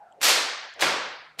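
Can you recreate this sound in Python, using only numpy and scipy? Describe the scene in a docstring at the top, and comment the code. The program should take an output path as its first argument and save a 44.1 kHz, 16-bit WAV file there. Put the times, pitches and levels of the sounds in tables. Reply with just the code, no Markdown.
"""A long whip is swung overhead and cracked three times in a closed, hard-walled garage.
The lash whistles through the air, then its tip throws a shock wave away from the microphone.
So the first snap is faint, while the echoes off the walls are far louder and merge into a bright
one-second ring. The whip and handle tick softly, and a low hum swells before the last crack.
Faint room noise lies underneath, and a noise suppressor swallows the end of each ring."""
import sys
import numpy as np
from scipy import signal
from scipy.fft import rfft, irfft
from scipy.io import wavfile
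from scipy.ndimage import uniform_filter1d

SR = 44100
rng = np.random.default_rng(int(sys.argv[2]) if len(sys.argv) > 2 else 0)


def wav_out(sig):
    """Save sig, one row per channel (or a flat mono array), as 16-bit PCM at SR to the path in sys.argv[1]."""
    wavfile.write(sys.argv[1], SR, np.round(np.clip(np.atleast_2d(sig).T, -1, 1) * 32767).astype(np.int16))


N = 61739
T = np.arange(N) / SR
HZ = np.fft.rfftfreq(N, 1 / SR)


# Shock waves from the tip, arriving directly or off the nearest walls.
# Each row: start in seconds, peak level in dB, length in milliseconds.
SHOCKS = [(0.2095, -30, 0.31), (0.2139, -27.5, 0.15), (0.2162, -20, 0.4), (.222, -18, 0.13),
          (0.2307, -19, 0.076), (0.235, -14, 0.11), (.2437, -1, 0.066), (0.2539, -10, 0.26),
          (0.266, -7, 0.06), (.2718, -7, 0.24), (0.794, -24.5, 0.32), (0.8096, -15.5, .16),
          (0.8145, -9, 0.12), (0.821, -9, 0.097), (.8249, -6.5, 0.32), (.833, -11.5, 0.44),
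          (.868, -10, 0.4), (1.377, -42, 1), (1.3863, -40, 0.11), (1.3906, -25.5, 0.26),
          (1.394, -11.5, 0.13), (1.398, -20.5, 0.19)]
def shock_wave(peak_db, length_ms, scatter_db=-5, scatter_fade_s=0.00033):
    """A snap: the air pressure jumps up, down and back like an N. Clutter scatters brief copies."""
    t = np.arange(600) / SR
    half_s = length_ms / 2000
    position = t / half_s - 1.5
    wave = -position / (1 + np.abs(position) ** 10)
    spray = rng.standard_normal(len(t)) * np.exp(-t / scatter_fade_s) * np.minimum(t / half_s / 10, 1)
    paths = signal.unit_impulse(len(t)) + amp(scatter_db) * spray / np.linalg.norm(spray)
    return amp(peak_db) * np.convolve(wave / np.abs(wave).max(), paths)


# The tone of a crack in the garage. Each row: frequency in Hz, relative level in dB.
CRACK_TONE = [(30, -47.5), (60, -38), (120, -17.5), (200, -12.5), (300, -5), (520, -1), (900, 0), (1500, 0),
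              (2600, 0.5), (4600, 1), (7400, -3.5), (10000, -8.5), (13300, -9), (15000, -22.5),
              (16000, -39)]
# Surges of wall echoes, several to a crack. Each row: start in seconds, level in dB,
# treble slope in dB per octave, bass boost in dB, rise time in seconds.
ECHO_SURGES = [(0.2133, -32, 2, 2, 0.0022), (.2275, -19.5, 0.5, -25.5, 0.0034),
               (0.2406, -17.5, 0, -6.5, 0.012), (.277, -18, 0, -0.5, .007), (0.795, -28, -5, -3, 0.0025),
               (0.8072, -24, -2, -4.5, 0.0015), (0.8198, -15, -5.5, -3, 0.0024), (.842, -23, -8, 9, 0.015),
               (0.887, -28, -6.5, -9.5, 0.0017), (1.386, -41.5, -0.5, 26.5, 0.0015),
               (1.3905, -32.5, 2.5, 2, 0.0081)]
def echo_surge(level_db, slope_db, bass_db, rise_s, treble_hz=1762, bass_hz=308):
    """A crack comes back off the walls, swells and rings on."""
    treble = slope_db * np.log2(1 + (HZ / treble_hz) ** 2) / 2
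    bass = bass_db / (1 + (HZ / bass_hz) ** 2)
    tone = unit(amp(look_up(CRACK_TONE, HZ))) * amp(level_db + treble + bass)
    return wall_echoes(tone) * np.minimum(T / rise_s, 1)


# How long the garage rings. Each row: frequency in Hz, seconds to fade by 60 dB.
RING_TIMES = [(80, 1.12), (250, 0.64), (550, 1.012), (1500, 1.185), (2800, 0.89), (4500, 0.86),
              (7500, 0.59), (11000, 0.41), (15000, 0.27)]
def wall_echoes(tone, first_per_s=9000, doubled_at_s=0.04, spread_db=2):
    """A shock bounces between hard walls. The echoes crowd ever closer and the treble dies first."""
    chance = np.minimum(first_per_s * (1 + (T / doubled_at_s) ** 2) / SR, 1)
    signs = rng.choice([-1., 1.], N)
    sizes = unit(signs * amp(spread_db * np.clip(rng.standard_normal(N), -2, 2)))
    echoes = sizes * (rng.random(N) < chance)
    echoes /= np.sqrt(np.abs(uniform_filter1d(echoes ** 2, size=300)) + 1e-9)  # even out the level
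    hz, t, bands = signal.stft(irfft(rfft(echoes) * tone, N), SR, nperseg=256)
    fade = amp(-60 * t / look_up(RING_TIMES, hz)[:, None])
    return signal.istft(bands * fade, SR, nperseg=256)[1][:N]


# Whistles of the lash. Each row: middle in seconds, half length in seconds, pitch in Hz,
# glide in octaves per second, pitch spread in Hz, level in dB.
WHISTLES = [(-0.003, 0.074, 824, -2.1, 115, -44.5), (0.136, 0.031, 765, -1.24, 100.3, -48),
            (0.07, 0.049, 1426, -1.2, 190, -52.5), (0.191, 0.013, 550, -2, 350, -47),
            (0.635, 0.063, 850.6, -0.3, 250, -47), (.69, 0.058, 1710, -1.8, 353, -52),
            (0.779, 0.019, 600, -2.6, 500, -46), (0.775, 0.016, 1700, -2, 1500, -51.5),
            (1.27, 0.06, 1920, -2, 450, -66.5), (1.351, 0.024, 605, -2, 410, -76)]
def lash_whistle(middle_s, half_s, hz, glide, width_hz, level_db):
    """The lash sheds swirls of air, making a fuzzy whistle that swells and sinks in pitch."""
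    flutter = 0.22  # 0 is even, 1 is fully ragged
    pitch = hz * 2 ** (glide * np.clip(T - middle_s, -2 * half_s, 2 * half_s))
    whistle = resonate(resonate(rng.standard_normal(N), pitch, width_hz), pitch, width_hz)
    strength = np.sqrt(np.abs(uniform_filter1d(whistle ** 2, size=400)) + 1e-20)
    return amp(level_db) * unit(whistle * strength ** (flutter - 1)) * swell(middle_s, half_s)


# Small ticks. Each row: start in seconds, pitch in Hz, pitch spread in Hz, peak level in dB.
WHIP_TICKS = [(.1245, 3070, 597, -44.5), (.1245, 7400, 1500, -47.5), (.739, 6900, 1790, -39.5),
              (.739, 10700, 2193, -47), (1.16, 11800, 1800, -53.5)]
def whip_tick(hz, width_hz, peak_db):
    """The whip or its handle gives a tiny click with a very short ring."""
    age = np.pi * width_hz * T
    return amp(peak_db) * age * np.exp(1 - age) * np.sin(2 * np.pi * hz * T)


def low_hum(hz=151, level_db=-56.5):
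    """A faint low tone swells and fades around the last swing."""
    return amp(level_db) * swell(middle_s=1.27, half_s=0.096) * np.sin(2 * np.pi * hz * T)


# The tone of the quiet garage. Each row: frequency in Hz, relative level in dB.
AIR_TONE = [(25, -26.5), (60, -10.5), (150, -7.5), (400, -10), (900, -6.5), (2000, -14.5), (5000, -25.5),
            (9000, -30), (15000, -40)]
def room_air(level_db=-54.5):
    """The still air of the garage carries a faint, steady noise."""
    spectrum = rfft(rng.standard_normal(N)) * amp(look_up(AIR_TONE, HZ))
    return amp(level_db) * unit(irfft(spectrum, N))


# What the noise suppressor counts as quiet. Each row: frequency in Hz, threshold in dB (power per Hz).
QUIET_LIMITS = [(60, -75.5), (250, -80), (600, -79), (1000, -74.5), (2200, -85.5), (4000, -92.5),
                (8000, -100.5), (15000, -103)]
def suppress_noise(x, depth_db=-14.5, softness_db=3):
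    """Turns down each frequency band while it is below its threshold."""
    framing = dict(nperseg=512, noverlap=384, scaling="psd")
    hz, _, bands = signal.stft(x, SR, **framing)
    power = uniform_filter1d(2 * np.abs(bands) ** 2, size=7, axis=-1)  # smooth over time
    power = uniform_filter1d(power, size=7, axis=-2)  # and over frequency
    over_db = 10 * np.log10(np.abs(power) + 1e-20) - look_up(QUIET_LIMITS, hz)[:, None]
    gain = amp(depth_db * (1 - np.tanh(over_db / softness_db / 2)) / 2)
    return signal.istft(bands * gain, SR, **framing)[1][:, :N]


def amp(db):
    """Turns decibels into a gain."""
    return 10 ** (np.asarray(db) / 20)


def unit(x):
    """Scales a signal to an average power of 1."""
    return x / np.sqrt(np.mean(x ** 2) + 1e-20)


def look_up(table, hz):
    """Blends between a table's rows on a log-frequency scale."""
    row_hz, values = np.transpose(table)
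    return np.interp(np.log(hz + 1), np.log(row_hz + 1), values)


def swell(middle_s, half_s):
    """A bell-shaped rise and fall."""
    return np.exp(-((T - middle_s) / half_s) ** 2 / 2)


def resonate(x, hz, width_hz):
    """Keeps the part of a sound near the moving pitch hz."""
    turn = np.exp(2j * np.pi * np.cumsum(hz) / SR)
    feedback = np.exp(-np.pi * width_hz / SR)
    return 2 * (turn * signal.lfilter([1 - feedback], [1, -feedback], x / turn)).real


def add(mix, start_s, sound):
    """Mixes a sound in at its start time."""
    part = mix[round(start_s * SR):][:len(sound)]
    part += sound[:len(part)]


def scene():
    """Whistles, cracks and their echoes in the quiet garage."""
    mix = room_air() + low_hum()
    for start_s, *row in ECHO_SURGES:
        add(mix, start_s, echo_surge(*row))
    for row in WHISTLES:
        mix += lash_whistle(*row)
    for start_s, *row in SHOCKS:
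        add(mix, start_s, shock_wave(*row))
    for start_s, *row in WHIP_TICKS:
        add(mix, start_s, whip_tick(*row))
    return mix[None]


def record(dry, ceiling=0.85, top_hz=15700):
    """The microphone rounds the highest peaks; then quiet bands are turned down and the top is cut."""
    rounded = ceiling * np.tanh(dry / ceiling)
    low_pass = signal.firwin(511, top_hz, window=("kaiser", 9), fs=SR)
    return signal.oaconvolve(suppress_noise(rounded), low_pass[None], "same")


dry = scene()
out = record(dry)
wav_out(out)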